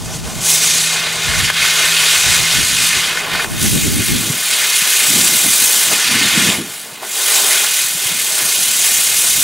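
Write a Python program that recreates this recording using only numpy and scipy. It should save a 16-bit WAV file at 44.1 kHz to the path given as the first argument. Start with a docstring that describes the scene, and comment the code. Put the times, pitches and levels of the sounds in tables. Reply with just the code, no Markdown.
"""A wheel firework spins on a post before a plank wall at night; wall, post and ground add short echoes.
Its jet catches at half a second, then roars, hisses and throbs once a turn over a distant hum. Burning
stars pop out from 1.5 s on. The jet stalls near 3.5 s as wind starts to thump harder on the microphone
ports. The hum fades by 5 s; the jet stalls again near 6.6 s, pops and flares back to burn to the end.
Throughout, the camera's limiter ducks after loud peaks."""
import sys
import numpy as np
from scipy import signal
from scipy.fft import rfft, irfft, next_fast_len
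from scipy.io import wavfile
from scipy.ndimage import uniform_filter1d, map_coordinates

SR = 44100
rng = np.random.default_rng(int(sys.argv[2]) if len(sys.argv) > 2 else 0)


def transcribe(u):
    """Save the signal u as a 16-bit wav file named by the first command-line argument.

    u: samples, shape (n,) or (channels, n), limited to [-1, 1]; the rate is SR.
    q: integer samples, one column per channel.
    """
    v = np.clip(np.atleast_2d(u).T, -1, 1)
    q = np.round(v * 32767).astype(np.int16)
    wavfile.write(sys.argv[1], SR, q)


N = 415863


def amp(db):
    return 10 ** (np.asarray(db) / 20)


def unit(x):
    return x / np.sqrt(np.mean(x ** 2) + 1e-20)


def along(points, hz):
    """Read (freq_hz, value) points on a log axis."""
    f, v = np.transpose(points)
    return np.interp(np.log(hz + 1), np.log(f + 1), v)


def curves(rows):
    """One value per sample for each column after the time."""
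    s, *cols = np.transpose(rows)
    return [np.interp(np.arange(N) / SR, s, c) for c in cols]


def wobble(rate):
    """A smooth random curve, rate knots a second."""
    coarse = np.arange(0, N + 64, 64)
    return np.interp(np.arange(N), coarse, map_coordinates(rng.standard_normal(1000), [coarse * rate / SR]))


def filtered(x, response):
    """Shape x with a complex frequency response."""
    m = next_fast_len(N + 8192, True)
    return irfft(rfft(x, m) * response(np.fft.rfftfreq(m, 1 / SR)), m)[..., :N]


def jet():
    """Burning powder: four bands of turbulence; the nozzle faces the camera once a turn."""
    burn = [(0, -43.5, -35), (.25, -39.5, -33), (.4, -35, -30.5), (.48, -23.5, -15.5), (.78, -20, -16),
            (.94, -20.5, -22), (1.02, -21, -27.5), (1.18, -22, -27), (1.46, -15, -22.5),
            (1.62, -15.5, -22.5), (2.1, -16, -18.5), (2.31, -15.5, -18.5), (2.42, -17, -19.5),
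            (2.68, -19, -20), (2.91, -17.5, -18.5), (3.04, -17, -23.5), (3.11, -19, -27.5),
            (3.28, -23.5, -35.5), (3.34, -20.5, -32.5), (3.44, -22, -32), (3.47, -36, -36),
            (3.56, -28.5, -33), (3.63, -22.5, -20.5), (3.93, -25, -25.5), (4.12, -22.5, -24.5),
            (4.36, -25.5, -26.5), (4.48, -20, -22.5), (4.65, -19, -22.5), (5.05, -19, -19),
            (5.55, -21.5, -18.5), (5.86, -20, -19), (5.95, -19, -21.5), (6.28, -13.5, -21), (6.5, -17, -20),
            (6.63, -32.5, -35.5), (6.8, -35, -38), (6.99, -38.5, -45.5), (7.12, -30.5, -28.5),
            (7.3, -19, -18), (7.55, -19.5, -20.5), (7.85, -24, -23), (7.96, -26.5, -24.5),
            (8.09, -24.5, -24), (8.22, -25.5, -23.5), (8.4, -23.5, -21.5), (8.98, -22.5, -19.5),
            (9.43, -23, -19)]  # main fades: time_s, roar_db, hiss_db
    flame = [(0, -35.5), (.35, -35.5), (.47, -30), (.8, -33.5), (2.3, -32), (2.9, -37.5), (3.1, -32.5),
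             (3.42, -27), (3.5, -35), (3.95, -39.5), (4.4, -37.5), (5.0, -33.5), (5.55, -31.5), (5.85, -33),
             (6.28, -33), (6.55, -28.5), (6.63, -40.5), (7.12, -41), (7.33, -27.5), (7.54, -28),
             (7.6, -33.5), (7.93, -39.5), (8.4, -34.5), (9.43, -37)]  # low flame body: time_s, level_db
    sparks = [(0, -20), (.25, -18), (.47, -3), (.7, -14), (1.2, -12), (1.6, -6.5), (3.1, -8), (3.5, 0),
              (4.0, 1.5), (4.5, 0.5), (5.85, 2), (6.0, -3.5), (6.5, -4.5), (6.8, 5.5), (7.3, 1),
              (9.43, 1.5)]  # sizzle: time_s, over_hiss_db
    spin = [(0, 31), (1.5, 28), (1.9, 40), (2.86, 55), (3.86, 55), (4.44, 33), (5.1, 29), (5.8, 54),
            (6.2, 41), (7.04, 48), (7.8, 44), (8.9, 31), (9.43, 36)]  # wheel speed: time_s, turns_per_s
    surges = [(.06, .015, 6, -3), (.1, .02, 3.5, 1), (.15, 0.034, 6.5, 2), (.225, 0.02, -8, 1),
              (.6, .02, -4, 3), (1.525, 0.055, -9.5, -3), (2.3, 0.067, 1.5, -1), (3.2, .03, 2, -3),
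              (5.2, 0.087, 1, 4.5), (5.88, 0.016, 1.5, -2), (5.929, 0.016, 1.5, 13), (7.04, 0.038, 0, 9),
              (8.07, .03, 1, -1), (8.85, 0.068, 2.5, -1)]  # stalls and flares: centre_s, half_width_s, strength, extra_body_db
    # tone of each band: freq_hz, level_db
    body_eq = [(150, -22), (300, -3), (450, 4), (800, 3.5), (1200, 1), (2000, -10), (4000, -20)]
    roar_eq = [(500, -58), (1000, -17), (1500, -6.5), (2300, -2), (3600, -3), (4800, -7), (7000, -24),
               (12000, -48)]
    hiss_eq = [(1500, -39), (3000, -12.5), (4500, -9), (6500, 0.5), (8000, -2.5), (10000, -5.5),
               (16000, -29.5)]
    sizzle_eq = [(4000, -58), (7000, -5.5), (9000, -1.5), (10500, 0), (12000, -3), (14000, -5.5),
                 (16000, -4)]
    roar_db, hiss_db = curves(burn)
    t = np.arange(N) / SR
    bumps = np.array([np.clip(1 - np.abs(t - s) / half_s, 0, 1) for s, half_s, *_ in surges])
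    surge, flare_db = np.array(surges)[:, 2:].T @ bumps
    spin_hz = curves(spin)[0] + 7 * wobble(8)
    throb = 3.08 * np.cos(2 * np.pi * np.cumsum(spin_hz) / SR)
    sputter = 0.45 * wobble(30) + 0.22 * wobble(60) + surge
    flutter = 0.66 * wobble(22)
    flow = turbulence(crackle=1.2)
    # the roar brightens as the hiss outweighs it
    tilt_db = np.interp(flow[1], t, 0.58 + 0.3552 * (hiss_db - roar_db))
    body = amp(curves(flame)[0] + flare_db + 0.28 * sputter + 1.56 * wobble(20))
    body *= rush(flow, body_eq, patchy_db=0.5)
    roar = amp(roar_db + 0.7 * sputter + 0.31 * throb + 0.68 * wobble(11))
    roar *= rush(flow, roar_eq, patchy_db=1.5, tilt_db=tilt_db)
    hiss = amp(hiss_db + 1.04 * sputter + 0.21 * throb + flutter)
    hiss *= rush(flow, hiss_eq, patchy_db=1.4)
    sizzle = amp(hiss_db + curves(sparks)[0] + 0.68 * sputter + 0.65 * throb + 0.67 * flutter)
    sizzle *= rush(flow, sizzle_eq, patchy_db=2.4)
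    return body + roar + hiss + sizzle


def turbulence(crackle):
    """White noise with sparse sharp shocks, as short-time spectra."""
    return signal.stft(rng.standard_normal(N) * (1 + crackle * (rng.random(N) < .008)), SR, nperseg=512)


def rush(flow, eq, patchy_db, tilt_db=0):
    """One band of the flow at rms 1, with patches of random gain and a tilt per octave."""
    hz, _, spectra = flow
    patches = uniform_filter1d(rng.standard_normal(spectra.shape), size=9, axis=0)
    patches = unit(uniform_filter1d(patches, size=6, axis=1))
    colour_db = along(eq, hz)[:, None] + np.log2((hz[:, None] + 1) / 2400) * tilt_db
    return unit(signal.istft(spectra * amp(patchy_db * patches + colour_db), nperseg=512)[1][:N])


def pops():
    """A star leaves the tube: a blip of the tube's note in a dull puff of noise. Returns mid, side."""
    stars = [(1.501, 12.5, 1690, 0.0047, 8), (1.619, 5, 2420, 0.0054, .5), (3.173, -2, 1520, 0.011, 9),
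             (3.349, -7, 1490, 0.014, 4), (3.394, -3, 1290, 0.0079, .1), (3.444, -2, 1705, 0.0083, 4),
             (5.914, -7.5, 700, 0.0091, -5), (5.921, -7, 1310, .008, -1), (6.739, -16, 2170, 0.0076, 0),
             (7.024, -15, 520, .009, .1), (7.031, -9, 821, 0.0095, .1)]  # start_s, level_db, pitch_hz, note_t60_s, left_over_right_db
    out, t = np.zeros((2, N + SR)), np.arange(SR // 8) / SR
    attack = 1 - np.exp(-t / 0.00082)
    for s, db, hz, t60, pan_db in stars:
        puff = uniform_filter1d(rng.standard_normal(len(t)), size=6) * amp(-60 * t / (4 * t60))
        note = np.sin(2 * np.pi * hz * t) * amp(-60 * t / t60)
        pan = (amp(pan_db) - 1) / (amp(pan_db) + 1)
        out[:, round(s * SR):][:, :len(t)] += amp(db) * attack * (1.17 * note + 0.42 * puff) * [[1], [pan]]
    low_cut = signal.butter(2, 450, "high", fs=SR, output="sos")  # the pops carry no deep bass
    return signal.sosfilt(low_cut, out[:, :N])


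def rings_and_echoes(x):
    """Narrow rings colour the hiss; nearby surfaces add dulled copies to the direct sound."""
    tube = [(1475, 32, -30), (2136, 15, -19), (2550, 29, -19), (3220, 15, -26), (3780, 36, -7),
            (4380, 15, -8), (5990, 16, 1.5), (6400, 15, -24)]  # resonances: pitch_hz, width_hz, relative_db
    ring_mix = [(0, 2.2), (.4, 2), (.55, 1.2), (9.43, 1.05)]  # strong at first, weaker once the jet catches: time_s, gain
    echoes = [(1.235, 0.057, 1900), (1.94, 0.065, 4800), (2.367, 0.119, 1600), (2.559, -0.068, 1800),
              (2.721, 0.393, 900), (2.905, -0.212, 700), (3.047, -0.17, 700), (3.234, 0.097, 5500),
              (3.322, 0.075, 7500), (3.693, -0.056, 2300), (4.155, -0.036, 3700), (4.658, 0.088, 1200),
              (4.832, 0.043, 4600), (5.823, -0.023, 14100), (5.929, 0.065, 10200), (6.53, 0.098, 2800),
              (7.018, 0.076, 700), (7.488, 0.054, 11200), (7.812, 0.17, 1000), (8.368, 0.025, 9300),
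              (8.554, 0.03, 1800), (9.096, -0.047, 2500), (9.569, -0.058, 2700), (10.091, -0.154, 700),
              (12.88, 0.046, 700), (14.483, 0.045, 1100), (17.807, 0.037, 1800), (24.8, -0.028, 1000)]  # wall, post and ground: delay_ms, relative_gain, dull_above_hz
    hz = np.fft.rfftfreq(8192, 1 / SR)
    rings = sum(amp(db) * 1j * hz * w / (c * c - hz * hz + 1j * hz * w) for c, w, db in tube)
    paths = 1 + 1.19 * sum(gain * np.exp(-2j * np.pi * hz * ms / 1000) / (1 + 1j * hz / dull_hz)
                           for ms, gain, dull_hz in echoes)
    impulses = irfft([paths, rings * paths])[:, :4096]
    plain, ringing = signal.oaconvolve(x[None], impulses, axes=1)[:, :N]
    return plain + curves(ring_mix)[0] * ringing


def shimmer(fire):
    """The treble flickers sideways. Returns a side signal."""
    width = [(5500, -65), (6300, -32), (6700, -26), (7200, -36), (8300, -25), (9000, -18), (9800, -32),
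             (11300, -28), (12500, -16.5), (14000, -24), (15700, -40)]  # stereo spread: freq_hz, relative_db
    return filtered(fire, lambda hz: 1j * amp(along(width, hz))) * amp(4.3 * wobble(5.1) - 3.5)


def wind():
    """Lumpy eddies rumble on the two ports; the pitch drifts over time. Returns mid, side."""
    pitch = [(0, 130), (.6, 148), (1.1, 160), (1.35, 102), (1.7, 165.5), (2.35, 118), (3.0, 169),
             (3.55, 150), (3.9, 185), (4.3, 183), (5.1, 197), (6.6, 200), (7.4, 238), (8.0, 165),
             (8.7, 140), (9.43, 130)]  # rumble: time_s, centre_hz
    level_db, centre_hz = gusts_db(), curves(pitch)[0]
    full_gust_db = -28.5  # weaker wind sounds narrower
    side_db = 1 + 0.8 * np.minimum(uniform_filter1d(level_db, size=SR // 8) - full_gust_db, 0)
    pair, air = np.zeros((2, N)), rng.standard_normal((2, N))
    for c in (55, 110, 220):  # band centres, Hz
        share = np.exp(-(np.log2(centre_hz / c) / 0.77) ** 2)
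        eq = [(c / 8, -24), (c / 2, -6), (c, 0), (1.58 * c, -8),
              (2.54 * c, -24), (8 * c, -50), (20 * c, -90)]
        pair += share * unit(filtered(air, lambda hz: amp(along(eq, hz))))
    pair *= amp(1.9 * np.array([wobble(28), wobble(27.86)]))  # lumps
    pair /= np.sqrt(np.abs(uniform_filter1d(pair ** 2, size=SR // 6, axis=1)) + 1e-9)  # even out drift
    return amp(level_db) * pair * [np.ones(N), amp(side_db)]


def gusts_db():
    """Each gust rises, holds and falls back to a wandering breeze."""
    gusts = [(0, 0.41, -29), (1.3, 0.15, -24.5), (2.283, 0.027, -25), (2.392, .03, -27.5),
             (2.587, 0.019, -21.5), (2.73, 0.0091, -27.5), (2.82, 0.022, -29), (2.954, .02, -29.5),
             (3.33, 0.059, -30), (3.52, 0.035, -22), (3.644, 0.12, -16.5), (3.79, .05, -21),
             (3.852, 0.15, -18.5), (4.116, 0.04, -17.5), (4.185, .14, -23), (5.122, 0.056, -21.5),
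             (5.214, 0.027, -21.5), (5.34, 0.012, -26), (5.46, .02, -25.5), (5.62, .01, -31),
             (5.895, 0.043, -28.5), (6.116, 0.14, -22.5), (6.38, 0.12, -18.5), (6.593, 0.024, -21),
             (6.91, .01, -36.5), (7.96, .01, -37), (8.436, .02, -33), (8.58, .02, -36), (8.95, 0.036, -36),
             (8.117, .05, -34), (9.1, .1, -36), (9.382, .01, -27)]  # start_s, hold_s, level_db
    breeze = [(0, -41), (1.2, -38), (1.9, -42.5), (3.3, -37), (4.5, -47), (5.4, -38), (7.2, -47.5),
              (9.43, -36.5)]  # time_s, level_db
    rise_db_per_s, fall_db_per_s = 208, 220
    t, level_db = np.arange(N) / SR, curves(breeze)[0] + 2 * wobble(16)
    for s, hold_s, db in gusts:
        drop_db = rise_db_per_s * np.maximum(s - t, 0) + fall_db_per_s * np.maximum(t - s - hold_s, 0)
        level_db = np.maximum(level_db, db - drop_db)
    return level_db


def thumps():
    """One eddy shoves the membrane: a cycle or two under a quick swell."""
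    eddies = [(4.299, -3, 143), (4.818, -18, 176.3), (5.099, -19, 213), (5.192, -38, 196),
              (5.321, -25, 177), (5.458, -10, 279), (5.9, -28, 137), (6.107, -25, 188), (6.372, -10, 189),
              (6.422, -13, 248), (6.885, -33, 200), (7.844, -28, 140), (7.947, -20, 175), (8.054, -18, 112),
              (8.115, -19, 170), (8.321, -27, 185.7), (8.913, -26, 212)]  # start_s, level_db, pitch_hz
    out, t = np.zeros(N + SR), np.arange(SR // 20) / SR
    swell = t / 0.0056 * np.exp(1 - t / 0.0036)
    for s, db, hz in eddies:
        out[round(s * SR):][:len(t)] += amp(db) * swell * np.sin(2 * np.pi * hz * t)
    return out[:N]


def wind_filter(mid, side):
    """The camera's low cut fades in on the wind and later eases; the rumble folds to mono."""
    low_cut = [(2.6, 0.15), (3.2, 0.39), (4.2, 0.3), (4.33, 0.89), (7.9, 1), (8.6, .75), (9.43, 0.56)]  # time_s, wet_share
    corner_hz, mono_from_s = 85, 4.18
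    thin = filtered(mid, lambda hz: (1j * hz / (corner_hz + 1j * hz)) ** 3)
    wet = curves(low_cut)[0]
    width = np.clip(1 - (np.arange(N) / SR - mono_from_s) / 0.18, 0, 1) ** 2
    return (1 - wet) * mid + wet * thin, width * side


def hum(pitch_hz=165):
    """A distant drone that wavers slightly."""
    fade = [(0, -52), (.4, -37.5), (1.45, -40), (2.5, -38), (3.2, -43), (4.7, -47.5), (4.85, -62)]  # time_s, level_db
    phase = 2 * np.pi * pitch_hz * np.arange(N) / SR + 0.41 * wobble(4.9)
    return np.sqrt(2) * amp(curves(fade)[0] + 2.7 * wobble(5.7)) * np.sin(phase)


def scene():
    """Firework, wind and hum, mixed from mid and side to left and right."""
    star_mid, star_side = pops()
    fire = rings_and_echoes(jet() + star_mid)
    fire_side = shimmer(fire) + star_side
    wind_mid, wind_side = wind()
    wind_mid, wind_side = wind_filter(wind_mid + thumps(), wind_side)
    mid, side = fire + wind_mid + hum(), fire_side + wind_side
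    return np.array([mid + side, mid - side])


def limiter_gain(level, ceiling, release_s):
    """Drops at once to keep the level under the ceiling, then creeps back exponentially."""
    fading = np.arange(N) / (release_s * SR)
    needed = np.log(np.clip(1 - ceiling / (level + 1e-9), 1e-9, 1))
    return 1 - np.exp(np.maximum.accumulate(needed + fading) - fading)


def record(dry):
    """The camera: a limiter on the level of the last 2 ms, soft clipping, then a treble cut-off."""
    top_hz = 15750
    level = uniform_filter1d(np.abs(dry).max(0), size=81, origin=40)
    limited = dry * limiter_gain(level, ceiling=0.41, release_s=0.055)
    rounded = limited / (1 + np.abs(limited) ** 8) ** (1 / 8)
    return np.clip(filtered(rounded, lambda hz: hz < top_hz), -1, 1)


dry = scene()
out = record(dry)
transcribe(out)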